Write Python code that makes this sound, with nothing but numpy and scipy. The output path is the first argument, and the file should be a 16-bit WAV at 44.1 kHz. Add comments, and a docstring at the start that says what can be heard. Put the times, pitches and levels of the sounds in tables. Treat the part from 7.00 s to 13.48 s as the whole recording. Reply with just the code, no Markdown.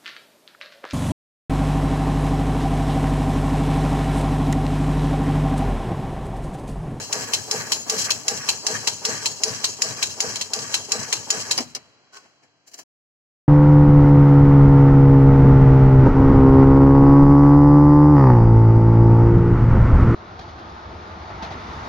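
"""On a workshop test bench, an air-driven piston pump pushes oil through a meter at 2.6 cycles a second.
Its air valve clacks at both ends of the travel; each stroke throbs and vents hissing air. Down strokes
ring the pipe, up strokes whistle in thin, sinking tones. Near 3.4 s two strokes sound doubled and weaker,
then the beat goes on. The meter's valve snaps shut at 4.6 s and the pump stalls; the oil gun's lever
scrapes and a few small clinks follow before the sound stops short."""
import sys
import numpy as np
from scipy import signal
from scipy.fft import rfft, irfft, next_fast_len
from scipy.io import wavfile
from scipy.ndimage import uniform_filter1d, map_coordinates

SR = 44100
rng = np.random.default_rng(int(sys.argv[2]) if len(sys.argv) > 2 else 0)


def master(y):
    """Save y as 16-bit WAV."""
    cut = np.clip(np.atleast_2d(y).T, -1, 1)
    pcm = np.round(cut * 32767)  # scale
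    wavfile.write(sys.argv[1], SR, pcm.astype(np.int16))


N = 285751
LEAD = int(.06 * SR)
T = (np.arange(SR // 2) - LEAD) / SR  # time around one event [s]
SCENE_T = np.arange(N) / SR


# down strokes (time [s], clack [dB], surge [dB], exhaust [dB])
DOWN_STROKES = [(.128, -20, 0.5, -3), (.5127, -19, 0, -2), (.898, -18.5, .5, 0), (1.2822, -16.5, -2, -2),
                (1.6673, -17, -0.5, 0.5), (2.0518, -17.5, -1.5, 0.5), (2.436, -16.7, -2.5, -0.5),
                (2.8207, -15.5, -2.5, -0.5), (3.2052, -17.5, -2, -1.4), (3.5354, -20, -4.5, -3),
                (3.5905, -31.5, -14, -18), (3.92, -17, -1.5, -1.5), (4.3047, -16, -1.5, 0)]
# up strokes (time [s], clack [dB], surge [dB], exhaust [dB], whistle [dB])
UP_STROKES = [(-.049, -14, 0, -0.5, -1), (.3358, -15, 0.5, 0.4, -4), (.7205, -14.5, -2.5, -1.8, 3),
              (1.1056, -15, -1.5, -2, -0.5), (1.4895, -14.5, -3.5, -0.5, -3), (1.8738, -14.5, -3.5, -1, 0),
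              (2.2585, -16, -3.5, 0.5, -1), (2.6432, -15.5, -4.5, 0, -8), (3.0277, -15, -3.5, 0, 2),
              (3.358, -24, -7.5, -2.5, -17), (3.4125, -21, -11.5, -17, -15), (3.7425, -15, -3.5, 0, -5),
              (4.1272, -15.5, -3.5, -1, -4), (4.512, -15.5, -3, -1.5, -3)]
# air valve spectra (frequency [Hz], level [dB])
DOWN_SPECTRUM = [(100, -36), (600, -12), (1900, -13.5), (2600, -2.5), (3400, -0.5), (4200, 3.5),
                 (5400, 7.5), (7200, 0), (8200, -4), (8800, -12), (9600, -10.5), (12000, -12.5),
                 (16000, -39)]
UP_SPECTRUM = [(100, -32.5), (600, -21.5), (1800, -12), (2600, -4.5), (3500, 4.5), (4200, 8.5), (5600, 4),
               (7300, 4), (8200, -7), (8800, -16), (9600, -11), (12000, -16.5), (16000, -24.5)]
TAP_SPECTRUM = [(300, -27), (1200, -14.5), (2300, -1), (3000, 1), (4200, -9.5), (8000, -24), (11000, -19),
                (16000, -26)]
# seat resonances (frequency [Hz], width [Hz], boost [dB])
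DOWN_SEAT_MODES = [(5480, 1100, 4), (6200, 200, -6), (6966, 290, 11.5), (9400, 600, 3)]
UP_SEAT_MODES = [(900, 490, 15), (2640, 300, 5.5), (4740, 300, -8)]
# seat contacts in one clack (delay [s], level [dB])
DOWN_CONTACTS = [(0, 6.5), (.0039, 3.5), (.0064, -12), (.0095, -7.5)]
UP_CONTACTS = [(0, 2), (.0022, 2), (.0045, 1), (.0075, 0.037), (0.0119, 0)]
# steel modes (frequency [Hz], level [dB], t60 [s])
DOWN_STEEL_MODES = [(2770, -24.5, .06), (4085, -19.5, 0.14), (4270, -18, 0.094), (5190, -15.5, .06),
                    (5560, -18, .05), (6200, -22.5, 0.22), (6840, -12, .06), (6800, -12.5, 0.087),
                    (9130, -27, 0.12)]
UP_STEEL_MODES = [(3176, -11.5, 0.09), (3470, -25.5, .09), (4300, -19.5, 0.1), (4260, -11, .1),
                  (4230, -18.5, .08), (5200, -18.5, 0.1), (6040, -20, .08), (6900, -15.5, 0.11),
                  (7400, -23, .08)]
# dry tap strength (time [s], gain [dB])
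TAP_GAIN = [(.3, -.5), (1.5, -2), (2.05, -0.5), (2.6, 2.5), (4.5, 1)]


def air_valve(rows, spectrum, seat, contacts, steel, *, crack_t60_s, body_db, body_t60_s, body_rise_s,
              room_db, ring_db, shared, tap_db, release_db, release_s):
    """The valve lets go with a tick, taps its seat and bounces; steel, housing and room ring on."""
    out = np.zeros((2, N))
    body = amp(body_db) * blow(body_rise_s, body_t60_s, delay_s=.00087) + amp(room_db) * blow(.0012, .82)
    tap = amp(tap_db) * blow(.00055, .01, delay_s=-.0003)
    release = amp(release_db) * blow(.00041, .021, delay_s=-release_s)
    for (s, db, *_), grain in zip(rows, stroke_noises(spectrum, seat, shared, len(rows))):
        pace = rng.uniform(.85, 1.2)
        crack_power = sum((amp(level + rng.normal(0, .52)) * blow(.00027, crack_t60_s, pace * delay)) ** 2
                          for delay, level in contacts)
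        strike = np.sqrt(body ** 2 + crack_power) * recolour(grain, depth_db=3)
        ticks = gain_curve(TAP_GAIN, s) * (tap + release) * noise(TAP_SPECTRUM)
        ring = amp(ring_db) * steel_ring(steel, scatter_db=4)
        add(out, s, amp(db) * (strike + ticks + ring))
    return out


def steel_ring(modes, scatter_db):
    """Struck steel: each mode reaches each side with a new strength and phase."""
    return sum(amp(db + scatter_db * rng.standard_normal((2, 1))) * blow(.0003, t60_s)
               * np.cos(2 * np.pi * (hz * T + rng.random((2, 1)))) for hz, db, t60_s in modes)


def recolour(x, depth_db):
    """No two strokes excite the metal's narrow modes equally."""
    knots_hz = np.arange(0, SR / 2, 90)
    gains_db = depth_db * rng.standard_normal(len(knots_hz))
    return unit(filtered(x, lambda hz: amp(np.interp(hz, knots_hz, gains_db))))


# envelopes of throb, rush, gush, exhaust (level [dB], rise [s], t60 [s], delay [s], hold [s])
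DOWN_ENVELOPES = [(-39, 0.027, 0.54, 0.074, 0.0091), (-38, 0.003, 0.24, -0.033, 0.14),
                  (-36.5, 0.022, 0.54, 0.012, 0.086), (-29.5, 0.0178, 0.45, 0.0076, 0.092)]
UP_ENVELOPES = [(-44.5, 0.066, 0.84, 0.058, 0.021), (-38.5, 0.012, 0.46, -0.042, 0.092),
                (-39, 0.088, 0.39, -0.03, 0.038), (-32, 0.052, 0.8, -0.0043, 0.037)]
# oil and air spectra (frequency [Hz], level [dB])
THROB_SPECTRUM = [(25, -42), (55, -33), (72, -9), (90, 2), (110, 5), (150, 3), (185, -2.5), (228, 2.5),
                  (290, 1.5), (450, -28.5)]
RUSH_SPECTRUM = [(60, -50), (200, -10.5), (330, -3.5), (450, 1), (560, -1.5), (800, -1), (1000, -2),
                 (1400, -11.5), (2500, -31)]
GUSH_SPECTRUM = [(100, -49.5), (600, -43), (1000, -11.5), (1160, 5), (1350, -2.5), (1650, 6), (1950, 0),
                 (2600, -1), (4000, -29)]
EXHAUST_SPECTRUM = [(900, -23), (2200, -10.5), (3400, -2.5), (4200, 2), (5400, 4.5), (6200, 2.5), (6700, 5),
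                    (7200, 0.5), (7900, 1), (8500, -23.5), (9600, -10.5), (12000, -15), (16000, -27.5)]
# flow path resonances (frequency [Hz], width [Hz], boost [dB])
HOSE_MODES = [(110.8, 16, 4.5), (151, 17, 3.5), (206, 9.4, 6.5), (228.7, 14, 5)]
OIL_LINE_MODES = [(360, 16, 1.6), (435.5, 22, 3.5), (470, 14, 1.7), (640, 17, 5.2), (736, 13, 1.7),
                  (901, 19, 3.1), (948, 30, 4)]
METER_MODES = [(1140, 40, 5.9), (1491, 40, 4.6), (1624, 36, 3.7), (1700, 50, 3), (1884, 32, 5.3)]
MUFFLER_MODES = [(2777, 160, 6.5), (3195, 180, 7), (4290, 42, 3), (4670, 200, -2.5), (5200, 480, 2.5),
                 (6040, 120, 7), (6550, 54, 3.5), (6800, 70, 4), (7140, 100, 1.5), (7660, 200, 3.5),
                 (9170, 110, 8.5)]


def piston(rows, envelopes, flutter_db, gurgle_db):
    """The oil column throbs and rushes much alike each cycle; spent air sputters from the muffler."""
    out = np.zeros((2, N))
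    throb, rush, gush, hiss = [amp(db) * blow(*shape) for db, *shape in envelopes]
    grains = zip(stroke_noises(THROB_SPECTRUM, HOSE_MODES, shared=.55, count=len(rows)),
                 stroke_noises(RUSH_SPECTRUM, OIL_LINE_MODES, shared=.5, count=len(rows)),
                 stroke_noises(GUSH_SPECTRUM, METER_MODES, shared=.65, count=len(rows)),
                 stroke_noises(EXHAUST_SPECTRUM, MUFFLER_MODES, shared=.16, count=len(rows)))
    for (s, _, surge_db, exhaust_db, *_), (hose, line, meter, jet) in zip(rows, grains):
        flutter = amp(flutter_db * (wobble(knots=30) + wobble(knots=260)))
        gurgle = amp(gurgle_db * (wobble(knots=14) + wobble(knots=90)))
        lumps = unit(amp(1.5 * wobble(knots=36)))
        oil = throb * hose + rush * lumps * line + gush * gurgle * meter
        air = hiss * flutter * patchy(jet, depth_db=2.6)
        add(out, s, amp(surge_db) * oil + amp(exhaust_db) * air)
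    return out


def patchy(jet, depth_db):
    """The jet's narrow resonances come and go within a stroke."""
    bins = signal.stft(jet, nperseg=512)[2]
    patches = uniform_filter1d(rng.standard_normal(bins.shape[1:]), size=2, axis=0)
    patches = uniform_filter1d(patches, size=6, axis=1)
    uneven = signal.istft(bins * amp(depth_db * unit(patches)), nperseg=512)[1]
    return unit(uneven[:, :len(T)])


# pipe modes (frequency [Hz], level [dB], peak time [s], sigma [s])
PIPE_MODES = [(139.3, -43, .1, 0.015), (205.7, -40.5, .075, 0.0068), (231, -39, 0.042, .007),
              (437.2, -31.5, 0.038, .015), (486, -34, 0.043, 0.012), (636.3, -33.5, 0.038, 0.0072),
              (796, -34.5, .03, 0.013), (1176, -42, 0.02, 0.019)]


def pipe(rows, scatter_db, jitter_s, detune, rough_rad):
    """Each pressure surge swells roughly in the pipe's modes, varying in strength, timing and pitch."""
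    out = np.zeros((2, N))
    for s, _, surge_db, _ in rows:
        for hz, db, peak_s, sigma_s in PIPE_MODES:
            gain = amp(surge_db + db + scatter_db * rng.standard_normal())
            envelope = swell(peak_s + jitter_s * rng.standard_normal(), sigma_s)
            cycles = hz * (1 + detune * rng.standard_normal()) * T + rng.random()
            add(out, s, gain * envelope * np.cos(2 * np.pi * cycles + rough_rad * wobble(knots=70)))
    return out


# port tones (peak time [s], sigma [s], frequency [Hz], fall [Hz/s], level [dB], waver [Hz])
PORT_TONES = [(0.063, .04, 6720, 1500, -37.5, 95), (0.18, 0.031, 6595, 500, -45, 17),
              (.125, .04, 5300, 1100, -48.5, 25), (0.18, .025, 4950, 9300, -45, 25),
              (0.063, .035, 6800, 450, -49.5, 33)]


def port_whistles(rows, scatter_db, detune, cut_s):
    """Air whistles in the ports, sinking with the pressure until the valve switches over."""
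    out = np.zeros((2, N))
    for s, *_, whistle_db in rows:
        tones = sum(whistle(peak_s, sigma_s, hz * (1 + detune * rng.standard_normal()), fall_hz_per_s,
                            db + scatter_db * rng.standard_normal(), waver_hz)
                    for peak_s, sigma_s, hz, fall_hz_per_s, db, waver_hz in PORT_TONES)
        add(out, s, amp(whistle_db) * tones * blow(.005, .06, hold_s=cut_s))
    return out


def whistle(peak_s, sigma_s, hz, fall_hz_per_s, db, waver_hz, flicker_db=2.5):
    """A thin, unsteady tone sinks in pitch as it swells and fades."""
    pitch_hz = hz - fall_hz_per_s * (T - peak_s) + waver_hz * wobble(knots=110)
    flicker = amp(flicker_db * wobble(knots=40))
    cycles = np.cumsum(pitch_hz) / SR + .3 * rng.random((2, 1))
    return amp(db) * swell(peak_s, sigma_s) * flicker * np.cos(2 * np.pi * cycles)


# flow squeals (time [s], sigma [s], frequency [Hz], fall [Hz/s], level [dB], waver [Hz])
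SQUEAL_TONES = [(.055, .03, 4225, 300, -44, 8), (.83, .03, 4215, 300, -48, 8),
                (1.425, .06, 5585, 300, -38, 12), (1.615, .038, 5100, 8000, -40.5, 15),
                (1.62, .03, 4215, 100, -45, 8)]


def squeals(peak_s=.15):
    """Now and then the flow sings a single tone above the hiss."""
    out = np.zeros((2, N))
    for s, *tone in SQUEAL_TONES:
        add(out, s - peak_s, whistle(peak_s, *tone))
    return out


# exhaust spits and meter gurgles (time [s], level [dB], sigma [s])
AIR_SPITS = [(.995, -21.5, 0.013), (1.022, -22.5, 0.0081), (1.053, -23.5, 0.013), (4.618, -35, 0.018),
             (4.703, -51, 0.017)]
OIL_GURGLES = [(.605, -35, 0.014), (1.757, -28, 0.012), (2.14, -34, 0.028)]
# gurgle resonance (frequency [Hz], width [Hz], boost [dB])
GURGLE_MODES = [(1795, 280, 11.5)]


def bursts(rows, spectrum, modes):
    """Air or oil rushes in short swells."""
    out = np.zeros((2, N))
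    for s, db, sigma_s in rows:
        add(out, s, amp(db) * swell(0, sigma_s) * noise(spectrum, modes))
    return out


# meter valve impacts (time [s], level [dB], t60 [s], knock [dB])
VALVE_SNAPS = [(4.5785, -13, 0.021, -16.5), (4.585, -18.5, .035, -6.5), (4.606, -28, 0.063, -7.5),
               (4.7499, -22.5, 0.065, -16), (4.764, -33.5, 0.045, -4.5)]
# meter valve modes (frequency [Hz], level [dB], t60 [s])
SNAP_MODES = [(2910, -16.5, 0.064), (5040, -16, 0.058), (5200, -14, 0.071), (5070, -6.5, 0.056),
              (6060, -18, .1)]
# impact spectra (frequency [Hz], level [dB])
CLINK_SPECTRUM = [(300, -33), (1400, -5.5), (2500, -4.5), (4300, 5.5), (6000, 7), (7600, -3), (8800, -9),
                  (12000, -13.5), (16000, -20.5)]
BENCH_SPECTRUM = [(40, -28), (120, -35), (230, 2), (450, 0), (800, -1), (1100, -3.5), (1500, -6),
                  (2200, -3), (4000, -11.5), (10000, -49.5)]


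def meter_valve(ring_db, room_db, room_t60_s):
    """The valve hits its seat, rebounds and settles: ringing clicks over dull knocks."""
    out = np.zeros((2, N))
    for s, db, t60_s, knock_db in VALVE_SNAPS:
        ring = amp(ring_db) * steel_ring(SNAP_MODES, scatter_db=2)
        click = blow(.0003, t60_s) * noise(CLINK_SPECTRUM)
        knock = amp(knock_db) * blow(.0013, .09) * noise(BENCH_SPECTRUM)
        room = amp(room_db) * blow(.0018, room_t60_s) * noise(ROOM_SPECTRUM)
        add(out, s, amp(db) * (click + ring + knock + room))
    return out


def oil_hammer(s, hz, thump_db, sigma_s, hum_db, hum_t60_s, rush_db, throb_db):
    """The closing valve stops the oil column, which thumps in the hose and hums out."""
    out = np.zeros((2, N))
    envelope = amp(thump_db) * swell(0, sigma_s) + amp(hum_db) * blow(.01, hum_t60_s)
    rush = amp(rush_db) * swell(-.0038, .018) * noise(RUSH_SPECTRUM)
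    throb = amp(throb_db) * blow(.02, .61) * noise(THROB_SPECTRUM)
    add(out, s, envelope * np.sin(2 * np.pi * hz * T) + rush + throb)
    return out


# gun and bench contacts (time [s], level [dB], rise [s], t60 [s], knock [dB])
GUN_CONTACTS = [(5.26, -63.5, 0.052, 0.12, 8.5), (5.435, -59.5, .008, 0.13, 4.5),
                (5.68, -46, 0.0062, 0.088, -11.5), (5.718, -49.5, 0.0049, 0.092, -11),
                (5.744, -37.5, 0.0066, 0.064, -9.5), (5.792, -36.5, 0.0083, 0.1, -7.5)]
# gun resonances (frequency [Hz], width [Hz], boost [dB])
GUN_MODES = [(695, 45, 11), (1755, 110, 10.5), (3030, 160, 3.6), (5000, 46, 3.9), (5920, 55, 8.1),
             (6800, 91, 12), (7300, 78, 18)]


def gun_clinks(room_db, room_t60_s):
    """Metal parts of gun and bench rub and touch: a bright clink, a dull knock, the room's answer."""
    out = np.zeros((2, N))
    for s, db, rise_s, t60_s, knock_db in GUN_CONTACTS:
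        clink = blow(rise_s, t60_s) * stick_slip(depth_db=1.5) * noise(CLINK_SPECTRUM, GUN_MODES)
        knock = amp(knock_db) * blow(rise_s, 1.3 * t60_s) * noise(BENCH_SPECTRUM, GUN_MODES)
        room = amp(room_db) * blow(rise_s, room_t60_s) * noise(ROOM_SPECTRUM)
        add(out, s, amp(db) * (clink + knock + room))
    return out


# scrape spectrum (frequency [Hz], level [dB])
SCRAPE_SPECTRUM = [(60, -24), (250, -10), (1500, -0.5), (2400, -3), (5500, 2), (7600, -4), (8800, -16.5),
                   (16000, -19)]
# lever resonances (frequency [Hz], width [Hz], boost [dB])
LEVER_MODES = [(400, 71, 16), (736, 40, 7.2), (1094, 64, 17), (1497, 76, 14.6), (2750, 60, 5.6),
               (6600, 80, 5)]


def lever_scrape(s, db, rise_s, hold_s, t60_s, tail_db):
    """The trigger lever slides back in small slips and sings in its resonances."""
    out = np.zeros((2, N))
    slide = blow(rise_s, t60_s, hold_s=hold_s) * stick_slip(depth_db=3.5)
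    tail = amp(tail_db) * blow(.0088, .66, delay_s=.025)
    add(out, s, amp(db) * (slide + tail) * noise(SCRAPE_SPECTRUM, LEVER_MODES))
    return out


def stick_slip(depth_db):
    """Gain of metal that catches and slips as it rubs."""
    return unit(amp(depth_db * wobble(knots=170)))


# room spectrum and steady tones (frequency [Hz], level [dB])
ROOM_SPECTRUM = [(25, -36.5), (60, -20.5), (95, -1), (130, -2), (280, -3.5), (500, -1.5), (1000, -3),
                 (2000, -7), (4000, -5), (7500, -15.5), (8800, -41), (16000, -53)]
ROOM_HUMS = [(138, -81), (291, -78.5), (673, -81.5), (1593, -81.5)]
# room noise (time [s], level [dB])
ROOM_FADE = [(4.6, -52.5), (4.95, -58.5), (5.35, -62), (5.6, -65.5)]


def workshop():
    """Faint room noise settles once the pump stands; a few tones hum on."""
    hum = sum(amp(db) * np.sqrt(2) * np.sin(2 * np.pi * hz * SCENE_T) for hz, db in ROOM_HUMS)
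    return gain_curve(ROOM_FADE, SCENE_T) * noise(ROOM_SPECTRUM, size=N) + hum


# left-right likeness (frequency [Hz], correlation [1])
STEREO_CORRELATION = [(60, 0.89), (140, 0.44), (300, 0.46), (900, 1), (1700, 0.23), (2500, 0.11),
                      (3250, 0.74), (3500, 0.38), (3750, 0.2), (4200, 0.098), (5800, 0.088), (6700, 0.35),
                      (8000, 0.29), (14000, 0.11)]


def noise(spectrum, modes=(), size=len(T)):
    """Coloured stereo noise of rms 1, shaped by resonances and partly alike on both sides."""
    def response(hz):
        angle = np.arccos(np.clip(along(STEREO_CORRELATION, hz), -1, 1)) / 2
        boost_db = sum(db / (1 + (2 * (hz - centre) / width) ** 2) for centre, width, db in modes)
        return amp(along(spectrum, hz) + boost_db) * [np.cos(angle), np.sin(angle)]
    mid, side = filtered(rng.standard_normal((2, size)), response)
    return unit(np.array([mid + side, mid - side]))


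def stroke_noises(spectrum, modes, shared, count):
    """One noise per stroke; the power fraction 'shared' repeats every cycle."""
    pattern = noise(spectrum, modes)
    return [np.sqrt(shared) * pattern + np.sqrt(1 - shared) * noise(spectrum, modes)
            for _ in range(count)]


def blow(rise_s, t60_s, delay_s=0, hold_s=0):
    """Envelope that climbs to 1 at the contact, holds and dies away."""
    t = T - delay_s
    return np.exp(np.minimum(t, 0) / rise_s) * amp(-60 * np.maximum(t - hold_s, 0) / t60_s)


def swell(peak_s, sigma_s):
    """Gaussian envelope."""
    return np.exp(-.5 * ((T - peak_s) / sigma_s) ** 2)


def wobble(knots):
    """Smooth random curve over one event."""
    return map_coordinates(rng.standard_normal(knots), [np.linspace(0, knots - 1, len(T))])


def amp(db):
    """Decibels to gain."""
    return 10 ** (np.asarray(db) / 20)


def unit(x):
    """Scale to rms 1."""
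    return x / np.sqrt(np.mean(x ** 2) + 1e-20)


def gain_curve(points, s):
    """Gain at time s from (time [s], level [dB]) points."""
    return amp(np.interp(s, *np.transpose(points)))


def along(points, hz):
    """Interpolate (frequency [Hz], value) points on a log axis."""
    knots_hz, values = np.transpose(points)
    return np.interp(np.log(hz + 1), np.log(knots_hz + 1), values)


def filtered(x, response):
    """Apply a complex frequency response."""
    n = x.shape[-1]
    padded = next_fast_len(n + SR // 20)
    return irfft(rfft(x, padded) * response(np.fft.rfftfreq(padded, 1 / SR)), padded)[..., :n]


def add(track, s, sound):
    """Mix an event into the track at time s."""
    start = round(s * SR) - LEAD
    part = sound[..., max(-start, 0):N - start]
    track[:, max(start, 0):max(start, 0) + part.shape[-1]] += part


# high shelf (time [s], gain [dB])
TREBLE_GAIN = [(0, 2), (.9, 3.5), (1.7, -1), (2.85, -2), (3.05, -0.5), (3.35, -1.5), (3.55, -2),
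               (4.6, -1.5), (5.4, -8), (5.7, 7.5)]


def treble_drift(x, corner_hz):
    """The top treble comes and goes with the listening distance."""
    top = filtered(x, lambda hz: 1 - 1 / (1 + (hz / corner_hz) ** 10))
    return x + top * (gain_curve(TREBLE_GAIN, SCENE_T) - 1)


# balance (frequency [Hz], left minus right [dB])
STEREO_BALANCE = [(40, 3.5), (70, 5.5), (150, 8.5), (300, 5), (600, -3), (1200, 0.5), (2500, -1),
                  (3700, -1.5), (5000, 2.5), (9000, 7.5), (15000, 3)]


def stereo_place(x, lag_s):
    """The sound reaches the right side first; the balance varies with frequency."""
    sides = np.array([[.5], [-.5]])
    return filtered(x, lambda hz: amp(sides * along(STEREO_BALANCE, hz))
                    * np.exp(-2j * np.pi * hz * sides * lag_s))


def scene():
    """Pump, meter, gun and workshop in stereo."""
    down = air_valve(DOWN_STROKES, DOWN_SPECTRUM, DOWN_SEAT_MODES, DOWN_CONTACTS, DOWN_STEEL_MODES,
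                     crack_t60_s=.018, body_db=-4.5, body_t60_s=.096, body_rise_s=.0019, room_db=-22.5,
                     ring_db=3, shared=.84, tap_db=-5, release_db=-14, release_s=.0014)
    up = air_valve(UP_STROKES, UP_SPECTRUM, UP_SEAT_MODES, UP_CONTACTS, UP_STEEL_MODES,
                   crack_t60_s=.014, body_db=-3, body_t60_s=.11, body_rise_s=.0022, room_db=-24,
                   ring_db=-1, shared=.2, tap_db=-1.5, release_db=-19, release_s=.005)
    flow = piston(DOWN_STROKES, DOWN_ENVELOPES, flutter_db=1.5, gurgle_db=1.5)
    flow += piston(UP_STROKES, UP_ENVELOPES, flutter_db=1.34, gurgle_db=2.5)
    flow += port_whistles(UP_STROKES, scatter_db=3, detune=.0026, cut_s=.15)
    flow += pipe(DOWN_STROKES, scatter_db=2.5, jitter_s=.005, detune=.006, rough_rad=.35)
    stall_s, stall_t60_s = 4.58, .35  # the meter's valve shuts, the flow dies
    flow *= amp(-60 * np.maximum(SCENE_T - stall_s, 0) / stall_t60_s)
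    spits = bursts(AIR_SPITS, EXHAUST_SPECTRUM, MUFFLER_MODES)
    gurgles = bursts(OIL_GURGLES, GUSH_SPECTRUM, GURGLE_MODES)
    shutoff = oil_hammer(s=4.609, hz=246, thump_db=-26, sigma_s=.0059, hum_db=-45.5, hum_t60_s=.4,
                         rush_db=-34, throb_db=-45)
    shutoff += meter_valve(ring_db=4.5, room_db=-25.5, room_t60_s=.38)
    gun = gun_clinks(room_db=-35, room_t60_s=.46)
    gun += lever_scrape(s=5.135, db=-45, rise_s=.006, hold_s=.038, t60_s=.08, tail_db=-6)
    mix = down + up + flow + spits + gurgles + squeals() + shutoff + gun + workshop()
    return stereo_place(treble_drift(mix, corner_hz=9600), lag_s=.00013)


def dynamic_notch(x, centre_hz, half_width_hz, depth_db, threshold_db, open_db):
    """One narrow band is held down and opens part of the way while it is loud."""
    rest = filtered(x, lambda hz: amp(-depth_db * np.exp(-np.abs((hz - centre_hz) / half_width_hz) ** 3)))
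    band = x - rest
    power = np.abs(uniform_filter1d(np.mean(band ** 2, axis=0), size=600))
    opening = np.sqrt(power / (power + amp(threshold_db) ** 2))
    return rest + band * amp(open_db) * opening


def record(dry):
    """Notch, soft clip, abrupt ending and steep low-pass."""
    ceiling, end_s, fade_s, top_hz = .85, 5.838, .004, 16100
    notched = dynamic_notch(dry, centre_hz=3615, half_width_hz=195, depth_db=34,
                            threshold_db=-42.5, open_db=-10.5)
    rounded = notched / (1 + (notched / ceiling) ** 8) ** (1 / 8)
    gate = np.clip((end_s - SCENE_T) / fade_s, 0, 1)
    return filtered(rounded * gate, lambda hz: 1 / (1 + (hz / top_hz) ** 160))


dry = scene()
out = record(dry)
master(out)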